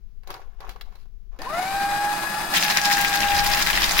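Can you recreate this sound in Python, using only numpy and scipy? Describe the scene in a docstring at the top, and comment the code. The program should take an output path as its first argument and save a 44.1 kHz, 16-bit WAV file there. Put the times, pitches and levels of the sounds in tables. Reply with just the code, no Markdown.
"""A small paper shredder in a room. Air rumbles faintly on the microphone throughout.
From 0.2 s a sheet rustles and taps at the slot; at 1.39 s it trips the switch.
The motor spins up with a whine of gears, a rattle and a hiss of brushes.
From 2.5 s the cutters tear the sheet in about 13 crackling bites a second, which drag the motor
down a little. Loud snaps stand out; the bin booms near 3.4 s."""
import sys
import numpy as np
from scipy import signal
from scipy.fft import rfft, irfft, next_fast_len
from scipy.io import wavfile

SR = 44100
rng = np.random.default_rng(int(sys.argv[2]) if len(sys.argv) > 2 else 0)


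def put_to_file(sound):
    """Save the sound as 16-bit audio at rate SR, in the file named by the first command-line argument."""
    columns = np.atleast_2d(sound).T  # one column per channel
    safe = np.clip(columns, -1, 1)
    whole_steps = np.round(safe * 32767)
    wavfile.write(sys.argv[1], SR, whole_steps.astype(np.int16))


N = 176400
T = np.arange(N) / SR
FFT_SIZE = next_fast_len(N + SR)
FREQ_HZ = np.maximum(np.arange(FFT_SIZE // 2 + 1) * SR / FFT_SIZE, 1)
START_S, CATCH_S, FIRST_BITE_S = 1.39, 2.535, 2.556
PINION_TEETH, MESHES_PER_IDLER_TOOTH, MESHES_PER_BITE = 4, 5, 62

# Levels are relative; spectra are densities; pan is left minus right.
# left-right likeness of noise: f/Hz, correlation
CORRELATION = [(30, 0), (120, 1), (300, 0.96), (600, 0.68), (1200, 0.25), (8000, 0)]

# air rumble: f/Hz, level/dB
AIR_SPECTRUM = [(25, -6), (40, -7), (60, -23.5), (150, -33), (205, -26.5), (270, -55), (370, -33),
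                (520, -47.5), (6000, -54), (8000, -67), (16000, -55)]
# f/Hz, pan/dB
AIR_PAN = [(40, 34), (250, 14), (8000, -4)]
# t/s, level/dB
AIR_LEVEL = [(1.8, -52), (2.7, -58), (3.2, -50), (4.0, -41.5)]

# taps at the slot: t/s, level/dB, treble/dB (half is added to the edge's tick)
TAPS = [(0.234, -42, -24), (0.274, -32, -10), (0.304, -22.5, -12.5), (0.341, -32, -5),
        (0.605, -29.5, -18.5), (0.693, -27.5, -7), (0.761, -27.5, -47), (0.811, -33, 5.5),
        (0.923, -40, -30), (0.955, -37, -18), (1.056, -44.5, -38), (1.389, -37, 0), (1.418, -26.5, -1.5)]
# sheet sliding and flexing: t/s, level/dB
SLIDE_LEVEL = [(0.22, -85), (0.3, -38), (0.36, -44.5), (0.5, -65), (0.58, -63), (0.62, -44.5), (0.69, -48),
               (0.79, -62), (0.97, -61), (1.1, -88), (1.3, -90), (1.32, -58.5)]
# f/Hz, level/dB
SHEET_SPECTRUM = [(120, -7), (250, -10.5), (380, -2), (1200, 0), (2200, -10.5), (4000, -18.5), (6300, -25),
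                  (8000, -40), (11000, -30), (16000, -39)]
# f/Hz, pan/dB
SHEET_PAN = [(150, 9), (400, -1.5), (1300, 0.5), (2400, 10), (7000, -13.5), (15000, 15)]
# edge hissing along the slot: t/s, level/dB
EDGE_LEVEL = [(0.25, -90), (0.32, -51), (0.52, -100), (0.69, -75), (0.71, -49), (0.79, -88.5), (1.02, -63),
              (1.1, -99)]
# f/Hz, level/dB
EDGE_SPECTRUM = [(300, -13), (1200, 4.5), (2500, 0), (4300, 5), (6300, -8.5), (8300, -16.5), (11000, -7),
                 (16000, -12)]

# pinion mesh rate: t/s, f/Hz
MESH_RATE = [(1.39, 250), (1.45, 435), (1.5, 585), (1.55, 672), (1.6, 728), (1.68, 772), (1.75, 793),
             (2.0, 818), (2.26, 838), (2.5, 849), (3.0, 808), (3.42, 813), (3.62, 826), (4.0, 825)]
# whine at the mesh rate: t/s, level/dB, pan/dB
WHINE_1X = [(1.49, -48, 0), (1.53, -33.5, 6), (1.59, -24.5, 1.5), (1.68, -32.5, 6), (1.8, -24.5, 1),
            (2.1, -24.5, -2.5), (2.25, -44.5, -13), (2.39, -29.5, 0), (2.49, -47, 4), (2.65, -32, 2),
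            (2.81, -37, -14), (2.88, -21.5, 0.5), (3.1, -30, 1), (3.33, -21.5, 2.5), (3.58, -30, 9),
            (3.61, -46, 23), (4.0, -46, 21)]
# second harmonic: t/s, level/dB, pan/dB
WHINE_2X = [(1.44, -46, 0), (1.475, -32, 2), (1.5, -38, 2), (1.55, -29.5, 2), (1.6, -40, 4), (1.7, -43, 5),
            (1.77, -34.5, 3), (2.05, -39, 18), (2.45, -42, 14), (2.6, -36, 9), (2.9, -33.5, 17),
            (3.4, -37.5, 16), (4.0, -42, 9)]
# third harmonic: t/s, level/dB
WHINE_3X = [(1.48, -60), (1.53, -42), (1.9, -44), (2.4, -48)]
# rotor harmonics: multiple of rotor rate, level/dB
ROTOR_ORDERS = [(16, -52.5), (23, -53), (39, -52.5), (62, -55)]
# idler harmonics: multiple of its mesh rate, level/dB
IDLER_ORDERS = [(2, -52), (4, -50.5), (7, -48), (8, -46)]
# gear rattle and brush hiss: f/Hz, level/dB
RATTLE_SPECTRUM = [(70, -19.5), (170, -4), (320, -4), (520, -9), (780, 1), (1100, -3.5), (1800, -7),
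                   (3100, -14.5), (4800, -13), (7200, -18.5), (8600, -20.5), (10300, -17), (16000, -29)]
# f/Hz, pan/dB
RATTLE_PAN = [(400, -1), (750, -1.5), (1300, 3), (2400, 9.5), (4400, 1), (8100, 1.5), (15000, 14)]
# t/s, level/dB
RATTLE_LEVEL = [(1.39, -44), (1.43, -34.5), (1.5, -33), (1.58, -30.5), (2.5, -29), (4.0, -28.5)]
# rubbing teeth: multiple of mesh rate, level/dB, case resonance f/Hz
RUB_BANDS = [(5, -46, 3960), (6, -51.5, 4720), (10, -49, 8250)]

# tearing paper: f/Hz, level/dB
TEAR_SPECTRUM = [(100, -29), (175, 2), (240, -14.5), (550, -14.5), (900, -6.5), (2000, 1.5), (4300, -1),
                 (5800, -3.5), (7300, -10.5), (8800, -15.5), (10500, -12), (16000, -13)]
# f/Hz, pan/dB
TEAR_PAN = [(70, 11.5), (200, -4), (600, -6), (1300, 8.5), (2400, 5), (4400, -2), (8100, -1), (15000, 8)]
# t/s, level/dB
TEAR_LEVEL = [(2.54, -23), (2.66, -24), (2.82, -29.5), (2.88, -24), (3.1, -26), (3.25, -27.5), (3.6, -25),
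              (3.8, -26), (4.0, -23)]
# snaps of the sheet: t/s, level/dB, ring f/Hz
SNAPS = [(2.626, -16, 2400), (2.6822, -18, 2100), (2.7238, -20, 4100), (2.7717, -8.5, 6230),
         (2.8153, -18, 6200), (2.8554, -10.5, 6330), (3.047, -13.5, 2100), (3.129, -19, 3560),
         (3.205, -16.5, 6400), (3.2855, -21.5, 2800), (3.3536, -23, 3400), (3.548, -16, 12000),
         (3.665, -19.5, 2350), (3.7014, -16, 2050), (3.775, -14, 2090), (3.82, -15, 4660),
         (3.8416, -13, 4560), (3.893, -17, 5430), (3.9915, -10, 2900)]
# boom of the bin: f/Hz, level/dB
BIN_SPECTRUM = [(30, -16), (70, -2.5), (105, -13), (175, -9), (260, -27.5)]
# t/s, level/dB
BIN_LEVEL = [(2.5, -69), (3.25, -44), (3.38, -31.5), (3.55, -49)]


def from_db(db):
    """Decibels to gain."""
    return 10 ** (np.asarray(db) / 20)


def unit_rms(x):
    """Scale to unit power."""
    return x / np.sqrt(np.mean(x ** 2) + 1e-20)


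def in_time(table):
    """Each value column at every sample."""
    times_s, *columns = np.transpose(table)
    return [np.interp(T, times_s, column) for column in columns]


def in_frequency(table):
    """Table value at every FFT bin."""
    hz, value = np.transpose(table)
    return np.interp(np.log(FREQ_HZ), np.log(hz), value)


def pan(db):
    """Left and right gains for a level difference."""
    return from_db(np.array([[.5], [-.5]]) * db)


def drift(rate_hz):
    """Slow random wander, unit RMS."""
    hop, settle = 40, 2000
    pole = np.exp(-2 * np.pi * hop * rate_hz / SR)
    noise = rng.standard_normal(N // hop + settle + 2)
    slow = signal.lfilter([1], [1, -2 * pole, pole * pole], noise)[settle:]
    return np.interp(np.arange(N) / hop, np.arange(len(slow)), unit_rms(slow))


def colour(x, spectrum, pan_table):
    """Minimum-phase filter of unit power gain; blends the channels in the bass, pans each band."""
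    gain = unit_rms(from_db(in_frequency(spectrum)))
    cepstrum = irfft(np.log(gain), FFT_SIZE)[:FFT_SIZE // 2]
    response = np.exp(rfft(2 * cepstrum, FFT_SIZE) - cepstrum[0])
    blend_rad = np.arcsin(np.clip(in_frequency(CORRELATION), 0, 1)) / 2
    channels = rfft(x, FFT_SIZE)
    blended = np.cos(blend_rad) * channels + np.sin(blend_rad) * channels[::-1]
    return irfft(blended * response * pan(in_frequency(pan_table)), FFT_SIZE)[:, :N]


def room(x, wet_db, case_t60_s=.053, room_t60_s=.35, tail_db=-8.5):
    """Direct sound, quick case reflections and room tail; power is kept."""
    t = T[:SR // 2]
    case, tail = [unit_rms(rng.standard_normal((2, len(t))) * from_db(-60 * t / t60_s))
                  for t60_s in (case_t60_s, room_t60_s)]
    response = from_db(wet_db) * (case + from_db(tail_db) * tail) / np.sqrt(len(t))
    response[:, 0] += 1
    return signal.fftconvolve(x, response / np.sqrt(np.sum(response ** 2) / 2), axes=1)[:, :N]


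def crackle(per_s, spread_db):
    """Random clicks of uneven size, with their own strength in each ear."""
    sizes = from_db(spread_db * np.minimum(rng.exponential(1, N), 4.5))
    return unit_rms((rng.random(N) < per_s / SR) * sizes * rng.uniform(-1.02, 1, (2, N)))


def bursts(times_s, levels_db, decay_s):
    """Short decaying noise bursts."""
    onsets = np.zeros(N)
    onsets[(np.asarray(times_s) * SR).astype(int)] = from_db(levels_db)
    envelope = signal.lfilter([1], [1, -np.exp(-1 / (decay_s * SR))], onsets + 1e-18)
    return envelope * rng.standard_normal((2, N))


def partial(cycles, db, flutter_hz, flutter_db=3):
    """One tone, fluttering separately in each ear."""
    wave = np.sqrt(2) * np.sin(2 * np.pi * (cycles + rng.random()))
    return np.array([wave * from_db(db + flutter_db * drift(flutter_hz)) for ear in range(2)])


def air():
    """Moving air: faint low rumble."""
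    rumble = colour(rng.standard_normal((2, N)), AIR_SPECTRUM, AIR_PAN)
    return from_db(in_time(AIR_LEVEL)[0]) * rumble


def fibres(per_s, spread_db):
    """Paper crackle: broad clicks plus clumps of grains ringing in separate bands."""
    edges_hz = np.geomspace(350, 16000, 9)
    grains = 0
    for band_hz in zip(edges_hz, edges_hz[1:]):
        clumps = crackle(per_s / 2, spread_db) * from_db(7.5 * np.tanh(drift(70)))
        bandpass = signal.butter(2, band_hz, "band", fs=SR, output="sos")
        grains += signal.sosfilt(bandpass, clumps + 1e-18)
    return unit_rms(grains + crackle(per_s, spread_db))


def sheet():
    """The sheet flexes and slides; its edge taps and hisses at the slot."""
    times_s, tap_db, treble_db = np.transpose(TAPS)
    sliding = (T > SLIDE_LEVEL[0][0]) * (T < START_S)
    flex = fibres(per_s=2500, spread_db=5.5) * from_db(in_time(SLIDE_LEVEL)[0]) * sliding
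    flex += bursts(times_s, tap_db - 9, decay_s=.0025)
    edge = bursts(times_s, tap_db + .5 * treble_db + 1, decay_s=.0021)
    edge += from_db(in_time(EDGE_LEVEL)[0]) * crackle(per_s=2400, spread_db=3.5)
    return (colour(room(flex, wet_db=-1.5), SHEET_SPECTRUM, SHEET_PAN)
            + colour(room(edge, wet_db=.5), EDGE_SPECTRUM, SHEET_PAN))


def gear_whine(mesh_cycles):
    """Three pinion harmonics swell through case resonances; the teeth chatter at first."""
    first_db, first_pan_db = in_time(WHINE_1X)
    second_db, second_pan_db = in_time(WHINE_2X)
    chatter_cycles = .05 * np.exp(-np.maximum(T - START_S, 0) / .3) * drift(90)
    cycles = mesh_cycles + chatter_cycles
    lead_rad = np.array([[.45], [0]])
    first = np.sqrt(2) * np.sin(2 * np.pi * cycles + lead_rad) * from_db(first_db + 1.4 * drift(35))
    second = partial(2 * cycles, second_db, flutter_hz=30)
    third = .98 * partial(3 * cycles, in_time(WHINE_3X)[0], flutter_hz=30)
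    return (first * pan(first_pan_db) + second * pan(second_pan_db) + third) * (T > START_S)


def motor_tones(mesh_cycles, speed_ratio, rise_db_per_oct=35):
    """Rotor and idler harmonics, louder with speed."""
    rise_db = rise_db_per_oct * np.log2(speed_ratio)
    tones = 0
    for divisor, orders in ((PINION_TEETH, ROTOR_ORDERS), (MESHES_PER_IDLER_TOOTH, IDLER_ORDERS)):
        for order, db in orders:
            tones += partial(order * mesh_cycles / divisor, db + rise_db, flutter_hz=25)
    return tones * (T > START_S)


def rattle(mesh_cycles, speed_ratio, treble_hz=2500):
    """Gear rattle and brush hiss throb once per rotor turn; treble grows with speed."""
    throb = unit_rms(from_db(2.8 * np.sin(2 * np.pi * mesh_cycles / PINION_TEETH) + 1.34 * drift(30)))
    envelope = throb * from_db(in_time(RATTLE_LEVEL)[0]) * (T > START_S)
    clicks = room(crackle(per_s=9000, spread_db=2.5) * envelope, wet_db=2)
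    dull = signal.lfilter(*signal.butter(1, treble_hz, fs=SR), clicks)
    return colour(dull + (clicks - dull) * speed_ratio ** 2, RATTLE_SPECTRUM, RATTLE_PAN)


def rubbing_teeth(mesh_cycles, mesh_hz, width_hz=115, relative_resonance_width=.045):
    """Narrow hiss bands glide with the gears, each loudest at a case resonance."""
    bands = 0
    for order, db, resonance_hz in RUB_BANDS:
        phase_rad = 2 * np.pi * order * mesh_cycles
        detuning = (order * mesh_hz / resonance_hz - 1) / relative_resonance_width
        hiss = np.array([drift(width_hz) * np.sin(phase_rad) + drift(width_hz) * np.cos(phase_rad)
                         for ear in range(2)])
        bands += from_db(db) * hiss / (1 + detuning ** 2)
    return bands * (T > START_S)


def cutters(mesh_cycles, bite_depth_db=2.5):
    """Fibres break in a surge at each bite; snaps stand out."""
    bites = (mesh_cycles - np.interp(FIRST_BITE_S, T, mesh_cycles)) / MESHES_PER_BITE
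    surge_db = bite_depth_db * np.cos(2 * np.pi * bites)
    flicker_db = 3.4 * np.tanh(drift(70))
    envelope = from_db(in_time(TEAR_LEVEL)[0] + surge_db + flicker_db + 1) * (T > CATCH_S)
    tearing = fibres(per_s=2400, spread_db=3.5) * envelope + snaps()
    return colour(room(tearing, wet_db=-4), TEAR_SPECTRUM, TEAR_PAN)


def snaps(decay_s=.0014):
    """Each sharp crack sets a patch of the sheet ringing briefly."""
    total = 0
    for time_s, db, ring_hz in SNAPS:
        crack = bursts([time_s], [0], decay_s)
        snap = signal.lfilter(*signal.iirpeak(ring_hz, Q=2, fs=SR), crack) + .3 * crack
        total += from_db(db) * snap / np.sqrt(np.sum(snap ** 2) / (2 * decay_s * SR))
    return total


def bin_boom():
    """The bin booms below the cutters: a swell of low noise."""
    noise = rng.standard_normal((2, N)) * from_db(in_time(BIN_LEVEL)[0]) * (T > CATCH_S)
    return colour(noise, BIN_SPECTRUM, TEAR_PAN)


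def scene():
    """Air, sheet and shredder; one jittering mesh phase drives motor, gears and cutters."""
    mesh_hz = in_time(MESH_RATE)[0]
    mesh_cycles = np.cumsum(mesh_hz) / SR + .012 * drift(26)
    speed_ratio = mesh_hz / mesh_hz[-1]
    return (air() + sheet() + gear_whine(mesh_cycles)
            + motor_tones(mesh_cycles, speed_ratio) + rattle(mesh_cycles, speed_ratio)
            + rubbing_teeth(mesh_cycles, mesh_hz) + cutters(mesh_cycles) + bin_boom())


def record(dry):
    """Soft clip, then low-pass."""
    cutoff_hz = 16000
    return signal.sosfilt(signal.ellip(12, .1, 80, cutoff_hz, fs=SR, output="sos"), np.tanh(dry))


dry = scene()
out = record(dry)
put_to_file(out)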